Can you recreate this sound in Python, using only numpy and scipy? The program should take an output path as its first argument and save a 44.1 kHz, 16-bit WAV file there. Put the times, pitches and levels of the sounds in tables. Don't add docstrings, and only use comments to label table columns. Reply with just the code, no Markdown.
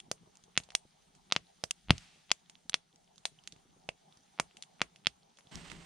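import sys
import numpy as np
from scipy import signal
from scipy.fft import rfft, irfft, next_fast_len
from scipy.io import wavfile
from scipy.ndimage import uniform_filter1d, map_coordinates

SR = 44100
rng = np.random.default_rng(int(sys.argv[2]) if len(sys.argv) > 2 else 0)


def dump(signal):
    limited = np.clip(np.atleast_2d(signal).T, -1, 1)
    pcm = np.round(limited * 32767).astype(np.int16)
    wavfile.write(sys.argv[1], SR, pcm)


N = 258398

# t/s, flutter level/dB
FLAME_LEVELS = [(0.0, -70), (0.21, -71.5), (0.67, -77.5), (0.92, -79.5), (1.13, -73), (1.24, -70.5),
                (1.59, -80), (1.96, -74), (2.39, -78), (3.28, -77), (3.48, -74), (4.79, -77.5), (5.35, -77),
                (5.5, -79.5)]
# f/Hz, level/dB per Hz
FLUTTER_COLOUR = [(53, -38), (90, -20), (130, -8), (167, 2.5), (220, -7.5), (311, -15), (362, -14),
                  (409, -15.5), (500, -35), (650, -57.5), (1100, -120)]
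# f/Hz, level/dB per Hz
DRAUGHT_COLOUR = [(12, -34.5), (20, 6.5), (86, 2.5), (110, -10.5), (140, -34), (240, -120)]
# t/s, hiss level/dB
GAS_LEVELS = [(0.0, -74), (1.71, -72), (2.1, -70), (2.82, -77), (3.46, -72), (3.83, -75), (4.41, -71.5),
              (5.38, -75.5), (5.5, -71.5)]
# f/Hz, level/dB per Hz
HISS_COLOUR = [(710, -42), (1200, -4.5), (2310, -1), (2470, -3.5), (3190, 1.5), (5070, -2), (6000, -8),
               (7800, -44.5), (13200, -120)]
# f/Hz, level/dB per Hz
FIZZ_COLOUR = [(2940, -45), (5000, -19.5), (5990, -1.5), (8200, -10.5), (9290, -4.5), (11200, -20.5),
               (14900, -28), (16500, -35.5)]
# f/Hz, level/dB per Hz
VENT_COLOUR = [(300, -29.5), (550, -9), (1200, -6.5), (2500, 0.5), (3500, -1.5), (5500, -6.5),
               (9000, -12.5), (11000, -24.5), (16000, -50.5)]
# f/Hz, level/dB per Hz
DRONE_COLOUR = [(250, -39), (400, -7), (550, -11.5), (800, -1.5), (1000, -10.5), (1500, -18.5),
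                (2500, -44.5)]
# t/s, burst level/dB, crack f/Hz, crack t60/s, thump level/dB, wood f/Hz,
# wood level/dB, splinter level/dB, left-minus-right level/dB, scatter level/dB
BURSTS = [(0.0004, -35.5, 3300, 0.004, -51, 700, -40, 3.5, 1, -11),
          (0.114, -15, 4900, 0.00029, -30.5, 560, -6.5, -0.5, -1, -14),
          (0.3536, -55, 2600, 0.0039, -43, 829, -29, 13, 0, -18),
          (0.3701, -38, 6900, 0.00085, -43, 660, -30, -23, -2, -14),
          (0.4373, -51.5, 3400, 0.0023, -15, 457, -21, 9, 0, -6),
          (0.5751, -2.5, 2910, 0.00099, -34, 730, -64, -6.5, -1.5, -14),
          (0.6001, -34, 3200, .00093, -16.5, 643, -8, -17, 0.5, -18),
          (0.635, -44, 3600, 0.0013, -30.5, 767, -25, 4, -2.5, -2),
          (0.6883, -47.5, 2960, 0.0016, -18.5, 640, 1.5, -1, 4.5, -7),
          (0.7031, -33, 3050, .00088, -40, 1375, -41, -8, -2.5, -7),
          (0.7189, -47, 1710, 0.0025, -28.5, 907, -8, 2, 3, -14),
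          (0.7498, -7.5, 3387, .00098, -53.5, 1435, -27, 0, -1.5, -17.5),
          (1.1496, -51.5, 3140, 0.0012, -17.5, 797, -14.5, 5, -5, -1),
          (1.3221, -2.5, 3730, 0.0007, -42.5, 1241, -19.5, -13.5, -1, -14),
          (1.3624, -5.5, 2950, 0.00078, -32.5, 972, -28.5, -38, 2.5, -13.5),
          (1.6378, -11.5, 4940, 0.00058, -33, 604.6, -11, -6, -5.5, -13.5),
          (1.7084, -25.5, 2840, 0.0041, -40, 1400, -25, 15, 3, -28.5),
          (1.9052, 3, 2870, 0.00094, -18, 778, -16.5, -17, 1, -16),
          (1.9798, -32.5, 2840, 0.0011, -23.5, 1480, -29, 2, 0, -16),
          (2.3147, -1.5, 3167, 0.00086, -47.5, 978, -27, -5, 2.5, -21.5),
          (2.4965, -37, 3240, 0.00085, -36, 1460, -38.5, 1.5, 0, -10.5),
          (2.553, -41.5, 3340, 0.0017, -36, 883, -32.5, -27.5, -6, -16),
          (2.6947, -19, 3680, 0.00083, -34, 780, -50, 2.5, -5.5, -26),
          (2.7413, -2.5, 3407, 0.00084, -46.5, 1283, -35, -14, -0.5, -14.5),
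          (2.958, -58.5, 8500, 0.00098, -18, 770, -23.5, 13.5, -1, -16),
          (3.158, -49.5, 4510, 0.00092, -41.5, 1226, -26.5, 0, -3, -26),
          (3.1793, -47.5, 3640, 0.0037, -35, 1167, -12.5, 5, -5, -8),
          (3.2532, -13, 4000, 0.0014, -58, 785, -14, -2, 1, -8),
          (3.387, -50, 3050, 0.0091, -24.5, 800, -25, -35, -5.5, -5.5),
          (3.4367, -51, 3960, 0.0014, -22.5, 850, -16, 3.5, -4, -11),
          (3.474, -27.5, 3112, .0013, -61, 1312, -47, -1.5, -5, -13),
          (3.5221, -40, 3820, 0.0024, -25, 834, -31, 2.5, -2, -8),
          (3.5619, -49.5, 2490, .001, -9, 677, -21, -9, -6.5, -19),
          (3.889, -21, 2580, 0.0032, -27.5, 616, -4, -6, -2, -12.5),
          (4.124, -48.5, 3584, 0.0026, -23.5, 684, -24, -23.5, -4, -18.5),
          (4.1709, -52.5, 5960, 0.0014, -11, 817, -21.5, 6.5, -4, -17.5),
          (4.3978, -5.5, 2370, 0.00042, -32, 862.4, -17, -7.5, -2, -13.5),
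          (4.51, -50.5, 2750, 0.0024, -29, 1110, -15, -19.5, 1.5, -16.5),
          (4.5686, -39, 2890, 0.0021, -32, 1440, -24, 2.5, -2, -6.5),
          (4.6232, -29.5, 3700, 0.0021, -57, 1068, -48, 2, 2.5, -8.5),
          (4.635, -38, 3170, 0.0017, -43, 872, -28, -16, -4, -11),
          (4.8157, -3.5, 2380, 0.00067, -34.5, 700, -24, -18, 0.5, -12),
          (4.959, -41.5, 2860, 0.0019, -29.5, 730, -27.5, -2, -1.5, -5.5),
          (5.0684, -3, 3240, 0.00097, -36, 638, -52, -10.5, -5.5, -17.5),
          (5.371, -49.5, 3220, 0.0031, -32, 785, -23, 3, -6, -4),
          (5.3859, -45, 1652, 0.0014, -32, 947, -20, 1, 2, 0),
          (5.4073, -48, 3000, 0.00086, -28, 848, -21, -5, -5, -16),
          (5.47, -49, 3470, .003, -11, 735, -17, -26, -6.5, -19),
          (5.5548, -23, 5680, 0.00047, -30, 649, -39.5, -23, -5, -15),
          (5.6604, -43, 2030, 0.0011, -24, 1100, -13, -28, -12, -24),
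          (5.699, -36.5, 2820, 0.0013, -29, 1420, -27, -5, -16, -1),
          (5.7156, -41, 2080, 0.0019, -40.5, 977, -20, -5.5, -32.5, -14)]
# f/Hz, level/dB
SPLINTER_COLOUR = [(300, -49.5), (1200, -9), (3500, -6), (6500, 1), (9000, 1.5), (11000, -14), (16000, -22)]
# f/Hz, t60/s
CLEARING_DECAY = [(200, 0.24), (1000, 0.066), (4000, 0.025), (10000, 0.12)]
# f/Hz, level/dB
CLEARING_COLOUR = [(150, -9), (800, -5.5), (2000, 0), (8000, -1)]
# f/Hz, level/dB
FRONT_COLOUR = [(20, -26.5), (50, -5), (90, -5), (6500, -0.5), (8000, -8), (10000, -5), (12000, -14),
                (16000, -22.5)]
# t/s, puff level/dB, time to the envelope's peak times four/s
PUFF_EVENTS = [(0.082, -53.5, 0.01), (0.203, -79, 0.035), (0.23, -56, 0.018), (0.273, -56, 0.01),
               (0.479, -58.5, 0.013), (0.851, -53.5, 0.0081), (1.102, -67, 0.013), (2.158, -59, 0.02),
               (2.653, -56.5, 0.02), (2.932, -64, 0.028), (3.312, -63, 0.024), (3.527, -55.5, 0.018),
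               (3.651, -63, 0.025), (3.761, -59.5, 0.024), (4.181, -63.5, 0.037), (4.545, -62, 0.022),
               (5.441, -65.5, 0.031)]
# t/s, roar level/dB, flutter level/dB, draught level/dB
BLAZE_LEVELS = [(5.52, -54, -60, -77), (5.56, -55, -52.5, -49), (5.65, -57.5, -56, -63),
                (5.72, -55, -58, -54.5), (5.859, -62, -60.5, -68)]
# f/Hz, level/dB per Hz
ROAR_COLOUR = [(180, -19), (300, -1), (558, -6), (671, -2), (1430, -7.5), (2100, -4.5), (2440, -7.5),
               (2790, -4), (6030, -12), (8800, -11.5), (10000, -30), (14000, -40), (16500, -48.5)]
# f/Hz, left-minus-right level/dB
ROAR_SIDES = [(60, 0), (110, -12), (200, -12), (380, 0), (700, -4.5), (1290, -11), (2380, -9.5),
              (4400, -3.5), (8120, 1.5), (15000, -15)]

DRAUGHT_DB, DRAUGHT_FOLLOWS, GUSTS_DB = -81.5, .4, 3
FIZZ_DB, FIZZ_FOLLOWS = -79, 0.79
VENT_DB, VENT_HOLD_S, VENT_T60_S = -61.5, .12, 1.0
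RISE_SHARE = .1
SPRAY_T60_S = .008
AGAIN_DB, CHIME_DB = -15, -22
LINGER_DB, LINGER_T60_S = -19.5, .2
PUFF_HZ = 186
LEAD_FROM_DB = -6
TOP_HZ = 16700


def amp(db):
    return 10 ** (np.asarray(db) / 20)


def unit(x):
    return x / np.sqrt(np.mean(x ** 2) + 1e-20)


def along(points, hz):
    f, v = np.transpose(points)
    return np.interp(np.log(hz + 1), np.log(f + 1), v)


def curves(rows):
    s, *cols = np.transpose(rows)
    return [np.interp(np.arange(N) / SR, s, c) for c in cols]


def wobble(rate):
    knots = rng.standard_normal(int(N * rate / SR) + 4)
    return map_coordinates(knots, [np.arange(N) * rate / SR])


def filtered(x, response):
    n = x.shape[-1]
    m = next_fast_len(n + 8192)
    return irfft(rfft(x, m) * response(np.fft.rfftfreq(m, 1 / SR)), m)[..., :n]


def rush(spectrum, alike, patchy_db):
    z = signal.stft(rng.standard_normal((2, N)), nperseg=512)[2]
    field = uniform_filter1d(rng.standard_normal(z.shape[1:]), 6, 0)
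    field = uniform_filter1d(field, 8, 1)
    pair = signal.istft(z * amp(patchy_db * unit(field)), nperseg=512)[1][:, :N]
    middle, side = unit(filtered(pair, lambda hz: amp(along(spectrum, hz))))
    width = np.tan(np.arccos(np.clip(alike, -.99, .99)) / 2)
    return np.array([middle + width * side, middle - width * side])


def ring(t, hz, t60):
    return np.sin(2 * np.pi * hz * t) * amp(-60 * t / t60)


def flames(flutter_db, draught_db):
    flutter = amp(flutter_db + 1.5 + 0.7 * wobble(49)) * rush(FLUTTER_COLOUR, alike=0.67, patchy_db=3.0)
    draught = amp(draught_db - 4.0 + 1.4 * wobble(27)) * rush(DRAUGHT_COLOUR, alike=0.7, patchy_db=1.5)
    return flutter + draught


def hearth():
    flutter_db, = curves(FLAME_LEVELS)
    swing_db = flutter_db - flutter_db.mean()
    draught_db = DRAUGHT_DB + DRAUGHT_FOLLOWS * swing_db + GUSTS_DB * wobble(1.7)
    return flames(flutter_db + 1.0, draught_db)


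def gas():
    hiss_db, = curves(GAS_LEVELS)
    biggest_s = max(BURSTS, key=lambda row: row[1])[0]
    since = np.arange(N) / SR - biggest_s
    vent_db = VENT_DB - 60 * np.clip(since - VENT_HOLD_S, 0, None) / VENT_T60_S + 1.5 * wobble(60)
    vent = (since > 0) * amp(vent_db) * rush(VENT_COLOUR, alike=.6, patchy_db=1.0)
    hiss = amp(hiss_db - 2.5 + .8 * wobble(40)) * rush(HISS_COLOUR, alike=.6, patchy_db=.8)
    fizz_db = FIZZ_DB + FIZZ_FOLLOWS * (hiss_db - hiss_db.mean())
    fizz = amp(fizz_db + .8 * wobble(21)) * rush(FIZZ_COLOUR, alike=.2, patchy_db=2)
    return vent + hiss + fizz


def night():
    return amp(-77.5 + 1.0 * wobble(1.4)) * rush(DRONE_COLOUR, alike=-0.32, patchy_db=4.0)


def pops():
    dry, wet = np.zeros((2, N + SR)), np.zeros((2, N + SR))
    t = np.arange(SR // 8) / SR
    for s, db, crack_hz, t60, thump_db, wood_hz, wood_db, splinter_db, pan_db, scatter_db in BURSTS:
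        noise = rng.standard_normal((4, len(t)))
        crack_rise = 1 - np.exp(-(t / (RISE_SHARE * t60)) ** 2)
        crack = -3.2 * crack_rise * ring(t, crack_hz, np.clip(t60, .0005, .05))
        crack = crack + amp(AGAIN_DB) * np.roll(crack, round(0.001484 * SR))
        crack = crack - amp(CHIME_DB) * ring(t, crack_hz, .011)
        wood = -amp(wood_db + 11) * (1 - np.exp(-(t / .0006) ** 2)) * ring(t, wood_hz, 0.0058)
        swirl = unit(filtered(noise[3], lambda hz: 1 / (1 + ((hz - 60) / 45) ** 2)))
        swirl = swirl * amp(-60 * t / 0.2) * (1 - amp(-60 * t / 0.015))
        thump = (1 - np.exp(-(t / 0.00037) ** 2)) * ring(t, 150, 0.024)
        puff = amp(thump_db + 13.5) * (thump + 0.041 * swirl)
        bounce = amp(-11 - 60 * (t - .0024) / SPRAY_T60_S) * (t > .0024)
        spray = (noise[:2] + 0.043 * noise[2]) * (amp(-60 * t / SPRAY_T60_S) + bounce)
        spray = filtered(spray, lambda hz: amp(along(SPLINTER_COLOUR, hz)))
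        sides = amp([[pan_db / 2], [-pan_db / 2]])
        burst = amp(db) * (puff + sides * (crack + amp(splinter_db) * spray))
        burst = np.roll(burst, round(0.0012 * SR), axis=1) + amp(db) * sides * wood
        at = round(s * SR)
        dry[:, at:at + len(t)] += burst
        wet[:, at:at + len(t)] += amp(scatter_db) * burst
    return dry[:, :N], wet[:, :N]


def clearing(x):
    hz, t, z = signal.stft(rng.standard_normal((2, SR // 4)), SR, nperseg=128)
    near = amp(-60 * t / along(CLEARING_DECAY, hz)[:, None])
    far = amp(LINGER_DB - 60 * t / LINGER_T60_S)
    tail = signal.istft(z * (near + far), SR, nperseg=128)[1]
    tail = filtered(tail + 0.1 * tail[::-1], lambda f: amp(along(CLEARING_COLOUR, f)))
    late = np.pad(x, ((0, 0), (100, 0)))
    return signal.fftconvolve(late, tail / np.linalg.norm(tail[0]), axes=1)[:, :N]


def embers(rate):
    rows = rng.random((int(rate * N / SR), 5))
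    t = np.arange(256) / SR
    hz = 2600 * amp(10 * rows[:, 1:2])
    t60 = (5 + 14 * rows[:, 3:4] ** 2) / hz
    ticks = (1 - np.exp(-(t * hz) ** 2)) * ring(t, hz, t60) * amp(-47 - 16 * rows[:, 2:3])
    at = (rows[:, :1] * N).astype(int) + np.arange(256)
    pan = amp(6 * (rows[:, 4:] - .5))
    return np.array([np.bincount(at.ravel(), (ticks * g).ravel(), N + 256)[:N] for g in (pan, 1 / pan)])


def puffs():
    out, t = np.zeros(N + SR), np.arange(SR // 8) / SR
    for s, db, length in PUFF_EVENTS:
        flap = filtered(rng.standard_normal(len(t)),
                        lambda f: 1 / (1 + (1.17 * np.log((f + 1) / PUFF_HZ)) ** 4))
        u = 4 * t / np.clip(length, .005, .2)
        out[round(s * SR):][:len(t)] += amp(db - 4.5) * unit(flap) * u * np.exp(1 - u)
    return out[:N]


def forerunners(x):
    loud = np.zeros(N)
    for s, db, *_ in BURSTS:
        loud[round(s * SR):][:SR // 40] = db > LEAD_FROM_DB

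    def ahead(hz):
        copies = sum(amp(db) * np.exp(2j * np.pi * hz * k * .0105)
                     for k, db in enumerate([-23, -35, -52], 1))
        return copies / (1 + (hz / 4600) ** 6)

    return filtered(x * loud, ahead)


def blaze():
    roar_db, flutter_db, draught_db = curves(BLAZE_LEVELS)
    roar = rush(ROAR_COLOUR, alike=0.68, patchy_db=0.0) * amp(1.4 * wobble(120) + .8 * wobble(30))
    roar = filtered(roar, lambda hz: amp(np.outer([.5, -.5], along(ROAR_SIDES, hz))))
    start = np.clip((np.arange(N) / SR - 5.511) / 0.0056, 0, 1)
    return start * (amp(roar_db - 0.5) * roar + flames(flutter_db, draught_db))


def scene():
    bursts, scattered = pops()
    bursts = bursts / (1 + np.abs(bursts / .98) ** 4) ** (1 / 4)
    cracks = bursts + forerunners(bursts) + clearing(scattered) + embers(rate=36)
    cracks = filtered(cracks, lambda hz: amp(along(FRONT_COLOUR, hz)))
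    return cracks + hearth() + puffs() + gas() + blaze() + night()


def record(dry):
    return filtered(dry, lambda hz: hz < TOP_HZ)


dry = scene()
out = record(dry)
dump(out)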